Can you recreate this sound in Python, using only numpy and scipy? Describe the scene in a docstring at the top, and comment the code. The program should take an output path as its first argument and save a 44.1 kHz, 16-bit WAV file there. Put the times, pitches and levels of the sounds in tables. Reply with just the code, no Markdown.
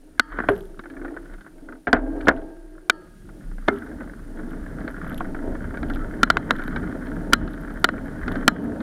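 """A low handlebar sway and a humming frame are heard first, through the mount of a small camera on a bicycle.
The rider stands, shuffles and pushes off along a paved path. Sway is a wandering sine; frame, tyre and case
are noise through resonances. Parts knock into the plastic case as decaying modes and noise bursts, some
hard enough to clip; single tones swell and die away, the chain ticks in short tones, and the electronics
leak a faint chopped whistle over a background hiss of coloured noise."""
import sys
import numpy as np
from scipy import signal
from scipy.fft import rfft, irfft, next_fast_len
from scipy.io import wavfile
from scipy.ndimage import map_coordinates

SR = 44100
rng = np.random.default_rng(int(sys.argv[2]) if len(sys.argv) > 2 else 0)


def dump_mix(stems):
    """Bounce the given channels to the path in sys.argv[1] as a 16-bit WAV at rate SR."""
    frames = np.atleast_2d(stems).T  # one column per channel
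    limited = np.clip(frames, -1, 1)  # hard clip at full scale
    pcm = np.round(limited * 32767).astype(np.int16)
    wavfile.write(sys.argv[1], SR, pcm)


def magnitude_from_level(level_db):
    """Linear magnitude for a level in decibels (20 dB per decade)."""
    exponent = np.asarray(level_db, float) / 20
    return 10 ** exponent


N = 388962


def unit(x):
    """Power normalisation: scaled to rms 1."""
    return x / np.sqrt(np.mean(x ** 2) + 1e-20)


def peak(x):
    """Amplitude normalisation: scaled to peak 1."""
    return x / np.abs(x).max()


def wobble(rate):
    """Band-limited random modulation: a smooth curve through rate random knots a second."""
    knots = rng.standard_normal(int(N * rate / SR) + 4)
    return map_coordinates(knots, [np.arange(N) * rate / SR])


def curve(table, column):
    """Linear interpolation in time: one column of a table, a value per sample."""
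    rows = np.transpose(table)
    return np.interp(np.arange(N) / SR, rows[0], rows[column])


def filtered(x, response):
    """Linear filtering: the spectrum of x times a complex response of frequency."""
    m = next_fast_len(len(x) + 8192)
    return irfft(rfft(x, m) * response(np.fft.rfftfreq(m, 1 / SR)), m)[:len(x)]


def through(x, peaks):
    """Modal superposition: x through causal second-order resonances of alternating sign."""
    def response(f):
        total = 0
        for k, (centre, width, db) in enumerate(peaks):
            resonance = 1j * f * width / (centre * centre - f * f + 1j * f * width)
            total = total + (-1) ** k * magnitude_from_level(db) * resonance
        return total
    return filtered(x, response)


def dulled(x, hz):
    """Low-pass transmission: soft contacts and rubber pass little treble."""
    return signal.sosfilt(signal.butter(3, min(hz, SR / 2.2), fs=SR, output="sos"), x)


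def grit(rate, spread_db, t60):
    """Shot-noise excitation: noise whose strength jumps at random small jolts and dies away."""
    sizes = magnitude_from_level(spread_db * np.minimum(rng.exponential(1, N), 3)) * (rng.random(N) < rate / SR)
    jolts = signal.lfilter([1], [1, -magnitude_from_level(-60 / (t60 * SR))], sizes)
    return (1 + jolts) * rng.standard_normal(N)


def ringing(modes, seconds):
    """Free modal decay: metal modes at a new strength for each blow, fluttering as the part wobbles."""
    t = np.arange(int(seconds * SR)) / SR
    total = np.zeros(len(t))
    for hz, db, t60 in modes:
        flutter_db = 1.8 * map_coordinates(rng.standard_normal(int(45 * seconds) + 4), [45 * t])
        total += magnitude_from_level(db + flutter_db - 60 * t / t60) * np.sin(2 * np.pi * hz * t)
    return total


def add(track, s, x):
    """Superposition: mixes x into the track from time s."""
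    part = track[round(s * SR):][:len(x)]
    part += x[:len(part)]


# steady handlebar sway: start_s [s], level_db [dB]
STEADY_SWAY = [(0, -49), (.17, -50.5), (1.35, -52), (1.75, -58), (2.3, -49), (2.85, -57), (3.4, -52),
               (4.4, -36.5), (5.4, -40), (6.1, -33), (6.5, -42), (7.4, -32), (8.1, -39.5), (8.82, -34.5)]
# pushes that set the handlebar swinging: start_s [s], level_db [dB], t60_s [s]
SWINGS = [(.3, -36, 1), (.5, -37.5, 1.2), (.97, -32, 1.2), (1.3, -36, 1.5), (1.94, -26, 1.5),
          (2.35, -31.5, 1.5), (3.2, -37.5, .8), (3.439, -30, 2), (3.999, -35, 2), (5.15, -31.5, 1.2),
          (5.46, -33, 1.5), (5.85, -29, 2), (6.52, -29.5, 1.2), (8.2, -30, 1.5)]


def bar_sway_db():
    """Forced and free vibration: a steady sway plus swings that start quickly and die away."""
    level = magnitude_from_level(curve(STEADY_SWAY, column=1))
    for s, db, t60 in SWINGS:
        since = np.maximum(np.arange(N) / SR - s, 0)
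        rise = 1 - np.exp(-since / 0.02)  # rise in s
        level += rise * magnitude_from_level(db - 60 * since / t60)
    return 20 * np.log10(level)


def handlebar(sway_db):
    """Low-frequency oscillation: the bar sways at a wandering pitch and strength."""
    hz = 28.9 * (1 + 0.17 * wobble(4.1))
    strength = np.tanh(1.5 + 1.38 * wobble(7))
    swing = np.sqrt(2) * np.sin(2 * np.pi * np.cumsum(hz) / SR)
    return magnitude_from_level(sway_db + 1.8 * wobble(7)) * strength * swing


# base levels of the ride: start_s [s], frame_shake_db [dB], case_rattle_db [dB], tyre_rumble_db [dB]
RIDE_LEVELS = [(0.0, -56.5, -75, -64.5), (0.22, -56, -60, -61.5), (0.37, -36.5, -37, -54.5),
               (0.54, -34.5, -46.5, -39), (0.73, -47.5, -65, -56.5), (1.05, -37, -51, -53.5),
               (1.3, -44.5, -56, -52.5), (1.47, -46, -61, -58), (1.74, -49.5, -70, -60.5),
               (1.92, -63, -73, -68.5), (2.06, -33.5, -57, -57), (2.26, -34, -50, -45.5),
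               (2.6, -47.5, -70.5, -62), (2.82, -50, -63, -66), (3.14, -51.5, -67, -53),
               (3.56, -48.5, -59.5, -47.5), (3.73, -44.5, -45.5, -45.5), (4.12, -40.5, -54.5, -47),
               (5.06, -36, -43.5, -40), (5.36, -37, -47.5, -41), (6.58, -34.5, -41, -38.5),
               (7.42, -31, -45.5, -37.5), (7.89, -36.5, -47, -42.5), (8.35, -33.5, -39.5, -37.5),
               (8.52, -32.5, -48, -41), (8.82, -32.5, -47, -39.5)]


def frame_shake_db():
    """Energy decay: the uneven shake of the ride, with an aftershake dying away behind each bump."""
    t = np.arange(N) / SR
    level = magnitude_from_level(curve(RIDE_LEVELS, column=1) + 3 * wobble(6))
    for s, db, *_ in BUMPS:
        level += (t > s) * magnitude_from_level(db - 20.5 - 60 * np.maximum(t - s, 0) / 0.52)  # t60 0.52 s
    return 20 * np.log10(level)


# the main frame resonance slides with the rider's weight and widens once the tyre rolls:
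# start_s [s], pitch_hz [Hz], width_hz [Hz]
FRAME_HUM = [(0, 290, 79.3), (0.449, 299.4, 89.5), (0.549, 400, 111.6), (.75, 355, 119.2), (.9, 300.7, 100),
             (1.451, 319.7, 84.2), (1.7, 285, 79.3), (1.95, 285, 75.3), (2.248, 290, 74.5),
             (2.449, 295, 111.2), (2.65, 334.8, 79.8), (3.201, 335.6, 80.9), (3.6, 267.4, 121.1),
             (5.002, 278.6, 120.8), (8.82, 263.4, 109.5)]


def hum():
    """Narrow-band noise: two random quadratures of a sliding frame resonance, at rms 1."""
    pace = np.cumsum(curve(FRAME_HUM, column=2)) / SR  # a wider resonance forgets its phase sooner
    drift = [map_coordinates(rng.standard_normal(int(pace[-1]) + 4), [pace]) for _ in range(2)]
    turn = 2 * np.pi * np.cumsum(curve(FRAME_HUM, column=1)) / SR
    return unit(drift[0] * np.cos(turn) + drift[1] * np.sin(turn))


# upper frame resonances: pitch_hz [Hz], width_hz [Hz], level_db [dB, relative]
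FRAME_MODES = [(400, 95, -1), (556, 39, -3.5), (631.6, 48, -3.5), (934, 28, -12)]


def frame(rough):
    """Structural resonance: road texture excites the frame hum and its gritty upper modes."""
    upper = unit(dulled(through(grit(25, 0.71, 0.066), FRAME_MODES), 1400))
    return magnitude_from_level(frame_shake_db()) * (hum() + magnitude_from_level(-6.5 + rough) * upper)


# tyre resonance: pitch_hz [Hz], width_hz [Hz], level_db [dB, relative]
TYRE_MODE = [(178, 52, 0)]


def tyre(tyre_db, rough):
    """Resonant rolling noise: road texture drives the tyre at random."""
    rumble = unit(dulled(through(rng.standard_normal(N), TYRE_MODE), 350))
    return magnitude_from_level(tyre_db + 1.0 + 2.1 * rough) * rumble


# low air resonances: pitch_hz [Hz], width_hz [Hz], level_db [dB, relative]
BUFFET_MODES = [(46.7, 29, 4), (100, 81, -2.5)]


def wind_buffet(tyre_db, sway_db, rough):
    """Low-frequency turbulence: air buffets at the port, following tyre rumble and sway."""
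    level_db = tyre_db - 1 + 0.3 * (sway_db - sway_db.mean())
    gust_db = 2 * rough + 4.4 * wobble(7)
    return magnitude_from_level(level_db + gust_db) * unit(dulled(through(rng.standard_normal(N), BUFFET_MODES), 220))


# plastic case resonances: pitch_hz [Hz], width_hz [Hz], level_db [dB, relative]
CASE_MODES = [(1121, 427, -9), (1450, 230, 1.5), (1679, 390, -3), (2145, 570, -17.5), (3080, 190, -24),
              (4000, 700, -53.5)]


def case_rattle(rough):
    """Random impact excitation: many small jolts ring the loose case."""
    level_db = curve(RIDE_LEVELS, column=2) + 1.2 * rough + 1.5 * wobble(30)
    return magnitude_from_level(level_db) * unit(dulled(through(grit(70, 5.5, .018), CASE_MODES), 2952))


# spectrum of the background hiss: pitch_hz [Hz], level_db [dB per Hz, relative]
HISS_SPECTRUM = [(880, -32.5), (1500, -12.5), (2610, -15.5), (6890, -19), (9750, -18.5), (14500, -23.5),
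                 (16000, -30.5)]


def background_hiss(tyre_db):
    """Spectral shaping: a background hiss of coloured noise that rises gently with the tyre rumble."""
    hz, db = np.transpose(HISS_SPECTRUM)
    colour = lambda f: magnitude_from_level(np.interp(np.log(f + 1), np.log(hz + 1), db))
    level_db = -63.5 + 0.26 * (tyre_db - tyre_db.mean())
    return magnitude_from_level(level_db) * unit(filtered(rng.standard_normal(N), colour))


def ride():
    """Common modulation: one roughness curve shapes frame, tyre, case and buffet; sway and hiss join them."""
    sway_db, tyre_db = bar_sway_db(), curve(RIDE_LEVELS, column=3)
    rough = wobble(14)
    shaken = frame(rough) + tyre(tyre_db, rough) + case_rattle(rough)
    buffet = wind_buffet(tyre_db, sway_db, rough)
    return handlebar(sway_db) + shaken + buffet + background_hiss(tyre_db)


def electronics():
    """Square-wave modulation: a faint whistle is chopped, a little stronger with more tyre rumble."""
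    t = np.arange(N) / SR
    tyre_db = curve(RIDE_LEVELS, column=3)
    whistle_hz, chop_hz = 9525.4, 36.356
    chop = np.where((t * chop_hz - .31) % 1 < .5, 1, -.22)  # the weak half is inverted
    level_db = -65.5 + 0.14 * (tyre_db - tyre_db.mean())
    return magnitude_from_level(level_db) * chop * np.sin(2 * np.pi * whistle_hz * t)


# thump of the mount: pitch_hz [Hz], width_hz [Hz], level_db [dB, relative]
THUMP_MODES = [(243, 57, 2), (400, 158, -2.3), (702, 170, -2)]
# bright crack of a contact: pitch_hz [Hz], width_hz [Hz], level_db [dB, relative]
CRACK_MODES = [(2320, 180, 1), (3040, 250, 0), (3560, 440, 3), (4325, 1300, -5), (7020, 1100, -16),
               (11000, 4400, -27)]


def knocks(table, ring, scrape, rise_s, bright_hz, brightens=0):
    """Impact excitation: a blow rings and scrapes the case, thumps the mount, cracks; metal may ring on."""
    out, t = np.zeros(N), np.arange(SR // 10) / SR
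    rise = 1 - np.exp(-t / max(rise_s, 1 / SR))
    for s, db, hz, t60, thump_db, crack_db in table:
        t60 = max(t60, .005)
        lower, upper, side = rng.uniform(.8, .9), rng.uniform(1.25, 1.45), rng.choice([-1, 1])
        modes = np.sin(2 * np.pi * hz * t)
        modes += 0.14 * np.sin(2 * np.pi * hz * lower * t)
        modes += 0.26 * np.sin(2 * np.pi * hz * upper * t)
        body = side * magnitude_from_level(-60 * t / t60) * modes
        # crack, thump and scrape noise die at different rates
        decay = magnitude_from_level(-60 * t / (t60 * np.array([[.6], [.8], [1.6]])))
        chatter = rng.standard_normal((3, len(t))) * decay
        crack_hz = bright_hz * magnitude_from_level(brightens * db)
        crack = magnitude_from_level(crack_db) * peak(dulled(through(chatter[0], CRACK_MODES), crack_hz))
        thump = magnitude_from_level(thump_db) * peak(dulled(through(chatter[1], THUMP_MODES), 2460))
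        rub = scrape * peak(dulled(through(chatter[2], CASE_MODES), 2115.6))
        add(out, s, magnitude_from_level(db) * rise * (body + rub + crack + thump))
        if ring:
            add(out, s, magnitude_from_level(db) * ringing(ring, 0.67))
    return out


def hard(table):
    """Contact stiffening: hard knocks share one decay; the harder, the more crack."""
    return [(s, db, hz, 0.019, thump_db, -8.5 + 0.8 * db) for s, db, hz, thump_db in table]


# hard knocks on the case: start_s [s], level_db [dB], pitch_hz [Hz], thump_db [dB, relative]
SNAPS = [(0.196, 4.5, 1485, -20), (2.8976, 3, 1470, -15.5)]
# metal that rings on after a snap: pitch_hz [Hz], level_db [dB, relative], t60_s [s]
SNAP_RING = [(910, -54, .55), (1244, -52, .8), (1330, -47, .5), (1637, -54, 1.2), (1755, -48, .15),
             (1836, -56, .3), (2955, -70, .5), (3225, -69, .5), (3800, -46, .04), (4436, -63, .55),
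             (4791, -67, .33), (5378, -68, .2)]


def snaps():
    """Hard impact: early sharp knocks with a faint scrape and long metal modes."""
    return knocks(hard(SNAPS), SNAP_RING, scrape=0.13, rise_s=0.0002, bright_hz=14220)


# softer taps: start_s [s], level_db [dB], pitch_hz [Hz], crack_db [dB, relative, before a 5 dB lift]
TAPS = [(0.3277, -36, 1550, -25), (0.387, -14, 1480, -34), (0.402, -14.5, 1560, -50),
        (0.4367, -24.5, 1510, -48), (0.487, -5, 1520, -37), (0.7924, -27, 1540, -15.5),
        (0.8368, -39, 1740, -23), (0.8994, -40.5, 1680, -13), (1.0798, -37, 1840, -29),
        (1.3367, -39, 1614, -16), (0.8564, -33, 1500, -33), (0.9667, -35, 1720, -44),
        (1.015, -33, 1520, -41), (1.0474, -28, 1460, -35), (1.1655, -26.5, 1506, -34),
        (1.254, -44, 1510, -21), (1.2964, -45, 1490, -30), (1.381, -41, 1500, -30),
        (1.4082, -40, 1576, -16), (1.4635, -36, 1450, -42), (1.6868, -34, 1420, -43),
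        (1.7237, -32, 1450, -46), (1.7519, -44, 1490, -33), (1.8705, -14, 1614, -33),
        (1.929, -1.5, 1574, -21), (1.9467, -16.5, 1500, -40), (1.9654, -19.5, 1580, -44),
        (2.2094, -36.5, 1630, -5), (2.2562, -42, 1460, -4), (2.2707, -11.5, 1450, -40),
        (2.2835, 2, 1570, -17), (2.3114, -21, 1526, -40), (2.37, -40, 1500, -18), (2.4157, -48, 1640, -11),
        (3.2893, -42, 1450, -21), (3.5137, -41.5, 1414, -30), (3.582, -36, 1560, -36),
        (3.683, -4, 1313, -18), (3.8206, -33, 1504, -34), (3.8655, -38, 1515, -28),
        (3.915, -40.5, 1620, -34), (4.0065, -31, 1530, -31), (4.5321, -34, 1439, -34),
        (4.6626, -32, 1600, -32), (4.804, -37, 1527, -19), (4.8455, -42, 1583, -27),
        (4.8777, -24, 1532, -17.5), (5.0646, -28.5, 1498, -42), (5.117, -29, 1515, -35),
        (5.2056, -20, 1101, -46), (5.3468, -25.5, 1564, -40), (5.3881, -32.5, 1400, -34),
        (5.55, -35, 1754, -34), (5.7428, -30.5, 1585, -27), (5.7718, -26.5, 1590, -21),
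        (5.8301, -22, 1617, -17), (5.8995, -24, 1416, -22), (5.958, -31, 1359, -15),
        (6.5928, -25, 1432, -22), (6.6787, -24, 1540, -18), (6.761, -21.5, 1550, -14.5),
        (7.325, -17, 1610, -22), (7.9805, -29, 1634, -38), (8.2793, -19.5, 1478, -17),
        (8.3547, -24, 1540, -18), (8.8039, -29.5, 1497, -16)]


def stray_taps(count=12):
    """Random impacts: stray taps fall anywhere, with levels that follow the rattle."""
    luck = rng.random((count, 4))
    at = luck[:, 0] * (N - 1)
    level_db = curve(RIDE_LEVELS, column=2)[at.astype(int)] + 12 + 8 * (luck[:, 1] - .5)
    pitch_hz = 1520 * (1 + 0.19 * (luck[:, 2] - .5))
    crack_db = -26 + 24 * (luck[:, 3] - .5)  # before the same 5 dB lift
    return zip(at / SR, level_db, pitch_hz, crack_db)


def taps():
    """Soft impact: harder taps tend to die faster and have a brighter crack; thumps vary at random."""
    table = []
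    for s, db, hz, crack_db in [*TAPS, *stray_taps()]:
        t60 = 0.021 * np.exp(-0.018 * db + rng.normal(0, .25))
        table.append((s, db, hz, t60, -1.5 + rng.normal(0, 0.95), crack_db + 5))
    return knocks(table, None, scrape=.8, rise_s=0.00063, bright_hz=10810, brightens=0.21)


# heavy bumps that shake the whole frame: start_s [s], level_db [dB], t60_s [s], ring_db [dB, relative]
BUMPS = [(0.486, -9, 0.13, -41), (1.876, -13, 0.083, -21), (1.929, -5, 0.16, -27), (2.273, -8, 0.15, -28),
         (2.284, -16, 0.13, -32), (3.679, -13, 0.13, -33)]
# frame modes that last after a bump: pitch_hz [Hz], level_db [dB, relative], t60_s [s]
FRAME_RING = [(431, -14, .3), (510, -12, .5), (590, -14, .4), (660, -6, 1.2), (824, -15, 1), (915, -14, 1),
              (1604, -19, 2.5)]


def bumps():
    """Transient structural response: a bump shakes mount and case, thuds low and leaves the frame ringing."""
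    out, t = np.zeros(N), np.arange(SR // 2) / SR
    for s, db, t60, ring_db in BUMPS:
        shudder = rng.standard_normal((3, len(t))) * magnitude_from_level(-60 * t / max(t60, .02))
        mount = peak(through(shudder[0], THUMP_MODES))
        case = magnitude_from_level(-8) * peak(through(shudder[1], CASE_MODES))
        thud = magnitude_from_level(-17) * peak(dulled(through(shudder[2], BUFFET_MODES), 200))
        add(out, s, magnitude_from_level(db) * (dulled(mount + case, 2460) + thud))
        add(out, s, magnitude_from_level(db + ring_db) * ringing(FRAME_RING, 0.96))
    return out


# chain ticks: start_s [s], level_db [dB], low_click_db [dB, relative, before an 8 dB lift]
TICKS = [(0.4978, -34, -4), (0.5635, -49, 3), (0.579, -39, -18), (0.6083, -42.5, -4.5), (0.655, -46, -9),
         (2.365, -47, -1), (3.741, -47, -10), (3.762, -62, 14), (3.787, -42.5, -6), (3.8464, -48, -15),
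         (4.5076, -46, -5), (4.9117, -43, -20), (5.0973, -36.5, -8), (5.1448, -37, -4), (5.178, -31, -12),
         (5.1815, -45.5, 8), (5.9006, -43, 2), (5.937, -51, 11), (5.9497, -39, -4), (6.565, -45, 2.5),
         (6.638, -40, -4), (6.6783, -40, -9), (7.5093, -43, -15), (7.535, -44, -3), (7.611, -41, -18),
         (7.7406, -44, -16), (7.7997, -42, -18), (8.0577, -45, -17), (8.3205, -40, 2), (8.641, -42, -16)]


def chain():
    """Short metallic impact: each tick is a high and a low decaying tone, with a fainter neighbour."""
    out, t = np.zeros(N), np.arange(SR // 100) / SR
    faint = [(s + 0.03 * rng.uniform(-1.1, 1), db - 8, low_db) for s, db, low_db in TICKS]
    for s, db, low_db in TICKS + faint:
        high = magnitude_from_level(-60 * t / 0.0052) * np.sin(2 * np.pi * rng.normal(11400, 250) * t)
        low = magnitude_from_level(low_db + 8 - 60 * t / .005) * np.sin(2 * np.pi * rng.normal(3300, 250) * t)
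        contact = .2 * magnitude_from_level(-60 * t / .002) * rng.standard_normal(len(t))
        add(out, s, magnitude_from_level(db) * (high + low + contact))
    return out


# single tones that swell and die away; the one at 6.0 s stands for a brief scrape:
# start_s [s], level_db [dB], pitch_hz [Hz], rise_s [s], t60_s [s]
SWELLING_TONES = [(.5, -12.5, 402, 0.012, 0.11), (3.684, -19.5, 2110, 0.00091, 0.053),
                  (3.69, -35, 1333, 0.0036, 0.45), (3.708, -22.5, 400.5, 0.03, .16),
                  (6.0, -37, 1313, 0.029, 0.14)]


def swelling_tones():
    """Exponential build-up and decay: single sine tones swell and die away."""
    out, t = np.zeros(N), np.arange(SR // 2) / SR
    for s, db, hz, rise_s, t60 in SWELLING_TONES:
        swell = peak((1 - np.exp(-t / rise_s)) * magnitude_from_level(-60 * t / t60))
        add(out, s, magnitude_from_level(db) * swell * np.sin(2 * np.pi * hz * t))
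    return out


# hard knocks while riding: start_s [s], level_db [dB], pitch_hz [Hz], thump_db [dB, relative]
CLACKS = [(6.2315, 3.5, 1390, -12), (6.3014, 2.5, 1403, -11.5), (6.37, -6, 1444, -11),
          (6.5078, -1.5, 1448, -11.5), (7.3331, 7, 1403, -15.5), (7.8431, 4.5, 1406, -10),
          (7.8891, -10.5, 1420, -7), (8.4788, 8, 1386, -12)]
# metal that rings on after a clack: pitch_hz [Hz], level_db [dB, relative], t60_s [s]
CLACK_RING = [(1254, -45, .3), (1604, -32, .1), (2040, -40, .08), (3000, -67, .8), (3250, -68, .7),
              (3700, -50, .07), (4030, -45, .09), (4130, -47, .09), (5378, -66, .2), (7154, -64, .2)]


def clacks():
    """Hard impact with friction: riding knocks scrape more and ring other metal modes."""
    return knocks(hard(CLACKS), CLACK_RING, scrape=0.35, rise_s=0.0001, bright_hz=14160)


def scene():
    """Superposition: everything that reaches the microphone, mostly through the mount."""
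    return (ride() + snaps() + taps() + bumps() + chain() + swelling_tones() + clacks())[None]


def duller_after_knocks(x, loud):
    """Time-varying filtering: the sound is duller for about a tenth of a second after each loud knock."""
    late = np.pad(loud, (SR // 80, 0))[:N]
    fade_s, treble_hz = 0.098, 4510
    memory = np.minimum(signal.lfilter([.025], [1, -np.exp(-1 / (fade_s * SR))], late), 1)
    treble = filtered(x, lambda hz: 1 / (1 + (treble_hz / (hz + 1)) ** 6))
    return x + (magnitude_from_level(-5.5 * memory) - 1) * treble


def top_cut(x):
    """Nothing passes above the cut-off."""
    return signal.sosfilt(signal.butter(12, 16870, fs=SR, output="sos"), x)


def record(dry):
    """Saturation and band limiting: the preamp clips, loud knocks leave dullness, the converter cuts the top."""
    rail = 0.64
    clipped = dry / (1 + np.abs(dry / rail) ** 8) ** (1 / 8)
    loud = np.abs(dry[0]) > .9
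    darkened = duller_after_knocks(clipped[0] + electronics(), loud)
    heard = filtered(darkened, lambda hz: 1 / (1 + (hz / 16400) ** 60))
    return top_cut(heard[None])


dry = scene()
out = record(dry)
dump_mix(out)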